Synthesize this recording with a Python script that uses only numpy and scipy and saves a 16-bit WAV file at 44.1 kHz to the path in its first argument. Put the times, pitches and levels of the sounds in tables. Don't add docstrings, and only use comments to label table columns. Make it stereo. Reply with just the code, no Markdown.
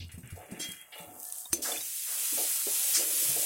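import sys
import numpy as np
from scipy import signal
from scipy.io import wavfile
from scipy.ndimage import uniform_filter1d

SR = 44100
rng = np.random.default_rng(int(sys.argv[2]) if len(sys.argv) > 2 else 0)


def volts(x):
    e = np.asarray(x, float) / 20
    return 10 ** e


def output_pcm(signal):
    pcm = np.clip(np.atleast_2d(signal).T, -1, 1) * 32767
    wavfile.write(sys.argv[1], SR, np.round(pcm).astype(np.int16))


N = 152145
T = np.arange(N) / SR
APART = np.array([[1], [-1]])


def unit(x):
    return x / np.sqrt(np.mean(x ** 2) + 1e-30)


def band(x, hz, octaves):
    half = 2 ** (octaves / 2)
    edges = np.clip([hz / half, hz * half], 10, SR / 2.05)
    return signal.sosfilt(signal.butter(2, edges, "band", fs=SR, output="sos"), x)


def walk(rate):
    hold = int(SR / rate)
    steps = np.repeat(rng.standard_normal(N // hold + 1), hold)
    smooth = uniform_filter1d(uniform_filter1d(steps, hold), hold)
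    return unit(smooth[:N])


def clicks(rate, spread_db, shape):
    chance, sign, size = rng.random((3,) + shape)
    return (chance < rate / SR) * np.sign(sign - .5) * volts(-spread_db * np.log(size + 1e-4))


def ring(x, modes):
    out = 0
    for hz, db, t60 in modes:
        decay = np.exp(-np.log(1000) / (min(t60, 1.5) * SR))
        turn = 2 * np.pi * hz / SR
        poles = [1, -2 * decay * np.cos(turn), decay * decay]
        out = out + volts(db) * signal.lfilter([0, np.sin(turn)], poles, x)
    return out


def left_right(db):
    return np.array([volts(db / 2), volts(-db / 2)])


def bands(tone, make, lo_hz, flicker_db, rate, pan_db=0):
    tone, out, shared = np.array(tone), 0, walk(rate / 2)
    for hz in lo_hz * 2 ** np.arange(0, np.log2(17000 / lo_hz), 1 / 3):
        x = make()
        side = 1 / np.sqrt(1 + (4170 / hz) ** 2)
        stereo = np.array([x[0] + side * x[1], x[0] - side * x[1]])
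        layer = unit(band(stereo, hz, 1 / 3))
        db = np.interp(np.log(hz), np.log(tone[:, 0]), tone[:, 1]) + 10 * np.log10(hz)
        flicker = flicker_db * (walk(rate) + .5 * shared)
        out = out + volts(db + flicker) * layer * left_right(pan_db * side ** 4).reshape(2, -1)
    return unit(out)


def sizzle(level_db, pan_db, tone, grain, lo_hz, start_s, stop_s):
    rate, spread_db, hiss_db, pop_rate, pop_db = grain
    broad = volts(pop_db) * unit(clicks(pop_rate, spread_db, (2, N)))

    def make():
        bursts = unit(clicks(rate, spread_db, (2, N)))
        return bursts + volts(hiss_db) * rng.standard_normal((2, N)) + broad

    fade_in = np.clip((T - start_s) / 0.011, 0, 1)
    fade_out = np.clip((stop_s - T) / 0.1, 0, 1)
    return bands(tone, make, lo_hz, 0.7, 34.98, pan_db) * fade_in * fade_out * volts(level_db)


def friction(rows, modes, t60, rate, ring_db, octaves):
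    slip = unit(clicks(rate, 2.0, (2, N))) + .5 * rng.standard_normal((2, N))
    slip = slip * volts(2.0 * walk(39.95))
    ringing = unit(ring(slip, [(hz, db, t60) for hz, db in modes]))
    body = unit(slip) + volts(ring_db) * ringing
    out = 0
    for start, rise, fall, db, hz in rows:
        t = T - start
        swell = np.clip(t / max(rise, .001), 0, 1) ** 0.71
        fade = volts(-20 * np.clip((t - rise) / fall, 0, 9) ** 1.59)
        color = unit(band(band(body, hz, octaves), hz, 2 * octaves))
        out = out + volts(db) * swell * fade * color
    return out


def strikes(rows, modes, crack_db, spread_db, rattle_s, pan_db=0):
    out, n = np.zeros((2, N)), SR
    t = np.arange(n) / SR
    for start, db in rows:
        push = rng.standard_normal((2, n)) * np.exp(-np.minimum(t / rattle_s, 20))
        push[1] = 0.23 * push[0] + 2.3 * push[1]
        push = push / np.sqrt(np.sum(push ** 2, axis=1, keepdims=True))
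        tilt = spread_db * rng.standard_normal(len(modes))
        x = ring(push, [(hz, d + shift, t60) for (hz, d, t60), shift in zip(modes, tilt)])
        crack = volts(crack_db) * band(push, 7400, 2.3) / np.abs(push).max()
        blow = volts(db) * left_right(pan_db)[:, None] * (x / np.abs(x).max() + crack)
        i = int(start * SR)
        out[:, i:i + n] += blow[:, :N - i]
    return out


def yard_air():
    # pitch_hz, level_db (per Hz)
    air_tone = [(30, -20), (70, -7), (250, -16), (750, -8), (1800, -16), (16000, -34)]
    return volts(-71) * bands(air_tone, lambda: rng.standard_normal((2, N)), 27.05, 0.94, 6.4)


def blade_rasps():
    # start_s, rise_s, fall_s, level_db, center_hz
    rasp_rows = [(0, 0.0045, 0.053, -45, 3470), (.092, 0.0013, 0.11, -53.5, 2160),
                 (.23, 0.0031, 1.2, -56.5, 1990), (.48, 0.16, 0.14, -50, 2060),
                 (.59, 0.014, 0.063, -35.5, 7350), (.685, 0.0035, 0.035, -57, 2600),
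                 (.92, 0.01, 0.14, -44.5, 2600), (1.62, 0.0023, 0.3, -37.5, 5870),
                 (1.64, 0.018, 0.15, -43.5, 1450), (2.06, 0.0055, 3.4, -56, 1360),
                 (2.36, 0.047, 0.075, -48, 3850), (2.935, 0.017, 0.063, -23, 6260),
                 (1.53, 0.0029, 0.091, -48.5, 3170), (1.69, 0.042, 0.097, -43.5, 3220),
                 (2.935, .02, 0.066, -41, 1770), (2.94, 0.021, 0.087, -39, 3470),
                 (1.533, .003, 0.052, -33.5, 8500), (1.533, 0.0033, 0.094, -44, 12500),
                 (.6, 0.011, 0.066, -37, 5400), (1.1, 0.051, 1.2, -67, 1070), (3.26, .02, 0.053, -43, 6500),
                 (2.7, 0.22, 1.2, -65, 1300)]
    # pitch_hz, level_db
    pan_high = [(2400, 1.5), (2900, 10), (3500, 3.5), (6200, 11.5), (7400, -1.5)]
    rasp = friction(rasp_rows, pan_high, t60=0.14, rate=5000, ring_db=-13, octaves=0.98)
    return rasp[0] + 0.43 * rasp[1] * APART


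def low_bumps():
    # start_s, level_db, pitch_hz, t60_s
    bump_rows = [(0, -38.5, 90.7, 0.42), (0.139, -40.5, 88, 0.17), (0.177, -35, 173, 0.085),
                 (0.235, -39.5, 126.5, 0.24), (0.322, -35, 90.3, 0.14), (.52, -31, 194, 0.096),
                 (0.687, -35.5, 179, 0.064), (1.0, -47.5, 175, 0.2), (1.502, -53, 78.4, 0.46),
                 (0.597, -35, 307, 0.077), (1.07, -55.5, 109, 0.27), (1.779, -56.5, 136, 0.26),
                 (2.326, -45, 313, 0.29), (2.669, -27, 419, 0.048), (3.03, -49, 302, 0.093),
                 (3.252, -54, 137, 0.46), (3.29, -45, 143, 0.31)]
    out, rough = 0, rng.standard_normal((2, N))
    for (start, db, hz, t60), lag in zip(bump_rows, rng.standard_normal(len(bump_rows))):
        t = np.clip(T - start, 0, None)
        turn = 2 * np.pi * hz * t * (1 - .5 * t) + lag * (70 / hz) ** 2 * APART
        thud = np.sin(turn) + 0.46 * unit(band(rough, hz, 2.06))
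        out = out + volts(db - 60 * t / t60) * (1 - np.exp(-t / 0.0018)) * thud
    return out * left_right(0.17)[:, None]


def thin_spitting():
    # time_s, level_db, left_minus_right_db
    spit_curve = [(0, -59, 1), (.3, -56, -15), (.56, -53, -11), (.72, -39, -2), (.87, -59, -20),
                  (1.0, -50.5, -28), (1.09, -62.5, -47), (1.25, -41.5, -22), (1.39, -34, 5),
                  (1.52, -44.5, -1), (1.545, -42, 0), (1.6, -52, -2)]
    # pitch_hz, level_db (per Hz)
    spit_tone = [(1760, -54), (3000, -19), (3770, -21), (8450, -2), (14400, -6.5), (15800, -12)]
    spit_grain = (911, 3.5, -2.5, 87, -3)
    time_s, level_db, pan_db = np.array(spit_curve).T
    return sizzle(np.interp(T, time_s, level_db), np.interp(T, time_s, pan_db),
                  spit_tone, spit_grain, 3360, -1, 1.66)


def bangle_jingles():
    # start_s, peak_db
    jingle_rows = [(0.1165, -36), (0.1794, -39.5), (0.303, -36.5), (0.3581, -39), (0.5119, -33.5),
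                   (0.99, -39)]
    # pitch_hz, level_db, t60_s
    bangle_modes = [(7950, -4.5, 0.11), (8200, 8, 0.073), (10500, 10, 0.052), (13200, 2, .03)]
    return volts(-7.0) * strikes(jingle_rows, bangle_modes, 0.7, 4, 0.025, -10.5)


def bubble_ticks():
    # start_s, peak_db, pitch_hz
    tick_rows = [(.232, -55, 1570), (.689, -52, 2600), (1.322, -50, 3590), (1.454, -37, 3710),
                 (1.457, -44.5, 970), (1.717, -25.5, 3504), (1.759, -29.5, 2510), (1.773, -27.5, 3530),
                 (1.808, -24, 3807), (1.879, -40, 3960), (2.953, -29, 3210)]
    return sum(strikes([(s, db)], [(hz, 0, 0.027)], -12, 0, 0.006) for s, db, hz in tick_rows)


def spatula_drags():
    # start_s, rise_s, fall_s, level_db, center_hz
    drag_rows = [(.35, 0.033, 0.36, -48.5, 600), (.76, 0.12, .2, -67.5, 740), (1.0, 0.096, 0.14, -55, 336),
                 (2.47, 0.039, 0.53, -62.5, 820), (2.7, .05, .6, -55, 674), (.485, 0.0043, 0.23, -46, 253),
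                 (.92, 0.047, 0.42, -53, 700), (1.53, 0.0028, 0.26, -43.5, 390),
                 (1.62, 0.1, 0.021, -40.5, 590), (1.72, 0.033, 0.046, -48.5, 480),
                 (2.06, 0.035, 0.45, -58, 597), (2.31, 0.021, 0.077, -53, 354),
                 (2.365, 0.041, 0.073, -39.5, 554), (2.664, 0.0063, 0.05, -39.5, 480),
                 (2.97, 0.029, 0.059, -41, 470), (3.02, 0.046, 0.4, -48.5, 454),
                 (3.22, 0.077, 0.75, -54, 560), (3.36, 0.01, 0.12, -43.5, 476)]
    # pitch_hz, level_db
    pan_low = [(320, 3.5), (415, -49), (477, -4), (600, -3.5), (730, 0.5), (880, 1), (1350, 9)]
    drag = friction(drag_rows, pan_low, t60=0.049, rate=500, ring_db=-4.5, octaves=1.043)
    return drag[0] + 0.048 * drag[1] * APART


def handle_clinks():
    # start_s, peak_db
    handle_rows = [
        (.597, -30.5),
        (.64, -35),
    ]
    # pitch_hz, level_db, t60_s
    handle_modes = [(2035, -19, .8), (3252, -9, .8), (6255, -10, .06), (7612, -7, .1), (9528, -9, .05)]
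    return strikes(handle_rows, handle_modes, 1.6, 1, 0.011)


def bowl_rocking():
    # start_s, rise_s, fall_s, level_db, center_hz
    rock_rows = [
        (1.25, 0.15, 0.11, -56.5, 694),
        (1.185, 0.057, 0.95, -68.5, 1670),
        (0.681, 0.12, 0.13, -69, 1980),
    ]
    return friction(rock_rows, [(730, 10), (1755, -10), (2035, -5)], 0.31, 500, 12, 0.27)[0]


def oil_pops():
    # start_s, peak_db
    pop_rows = [(0.7202, -26), (1.2526, -25.5), (1.324, -20.5), (1.3844, -22), (1.2163, -40), (1.3016, -28),
                (1.363, -32), (1.4577, -35)]
    return band(strikes(pop_rows, [(10240, 0.98, 0.0048)], 0, 1, 0.00043, -2.8), 8500, 4.4)


def bowl_knocks():
    # start_s, peak_db
    bowl_rows = [
        (.925, -50),
        (1.086, -38),
        (1.16, -48),
    ]
    # pitch_hz, level_db, t60_s
    bowl_modes = [(730, 0, .7), (1350, -18, .3), (1755, -26, .5)]
    return strikes(bowl_rows, bowl_modes, -37, 1.5, 0.006)


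def blade_knock():
    # start_s, peak_db
    blade_rows = [
        (1.5303, -9),
        (1.5345, -18),
    ]
    # pitch_hz, level_db, t60_s
    blade_modes = [(337, -14, 0.11), (2600, -5.5, 0.0071), (6214, -5, 0.11), (8540, -9, 0.068),
                   (9020, 0, 0.026), (10450, 3, 0.0086), (12360, 2, 0.021)]
    contact = strikes([(1.5305, -8)], [(9200, 0, 0.0033)], 0, 0, 0.00035)
    return strikes(blade_rows, blade_modes, 1.9, 2.3, 0.0029) + contact


def full_frying():
    # time_s, level_db
    fry_curve = [(1.62, -31.5), (1.69, -31), (1.8, -34.5), (2.05, -32), (2.14, -30), (2.24, -28),
                 (2.4, -26), (2.65, -28.5), (2.76, -26), (2.9, -24.5), (3.1, -27), (3.3, -23.5),
                 (3.37, -26.5)]
    # pitch_hz, level_db (per Hz)
    fry_tone = [(410, -74), (700, -42), (2790, -14), (4230, -14), (5860, -10), (9750, -3.5), (15800, -11)]
    fry_grain = (2548, 2, 4.5, 222, -7.5)
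    level_db = np.interp(T, *np.array(fry_curve).T)
    return sizzle(level_db, -7.5, fry_tone, fry_grain, 822.5, 1.615, 9)


def yard_echo(near):
    t = T[:SR // 4]
    tail = rng.standard_normal((2, len(t))) * volts(-60 * t / 0.37) * (t > .004)
    tail = tail / np.sqrt(np.sum(tail ** 2) / 2)
    return volts(-7.5) * signal.fftconvolve(near, tail, axes=1)[:, :N]


def scene():
    waver = volts(3.5 * walk(30))
    near = blade_rasps() + low_bumps() + bangle_jingles() + spatula_drags()
    near = near + handle_clinks() * waver + bowl_rocking() + oil_pops() + bowl_knocks() * waver
    blade = blade_knock()
    near = near + volts(-9.5) * blade
    direct = near + bubble_ticks() + 0.54 * blade
    return direct + yard_echo(near) + yard_air() + thin_spitting() + full_frying()


def band_limit(x):
    return signal.sosfilt(signal.butter(12, 17030, fs=SR, output="sos"), x)


def record(dry):
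    x = signal.sosfilt(signal.ellip(8, .3, 60, 16000, fs=SR, output="sos"), dry)
    f, _, z = signal.stft(x, SR, nperseg=2048)
    power = uniform_filter1d(np.sum(np.abs(z) ** 2, axis=0), size=2, axis=1)
    local = uniform_filter1d(power, size=6, axis=0)
    wide = np.exp(uniform_filter1d(np.log(np.abs(local) + 1e-30), size=40, axis=0))
    starved = np.clip((-80 - 10 * np.log10(wide + 1e-30)) / 12, 0, 1.0)
    mask_db = -1.0 + starved - 1.5 * np.log2((f[:, None] + 1) / 4800) ** 2
    limit = wide * volts(2 * np.maximum(mask_db, -5.5)) * (f[:, None] > 1400)
    kept = z / (1 + (limit / (local + 1e-30)) ** 14)
    x = signal.istft(kept, SR, nperseg=2048)[1][:, :N]
    return band_limit(x)


dry = scene()
out = record(dry)
output_pcm(out)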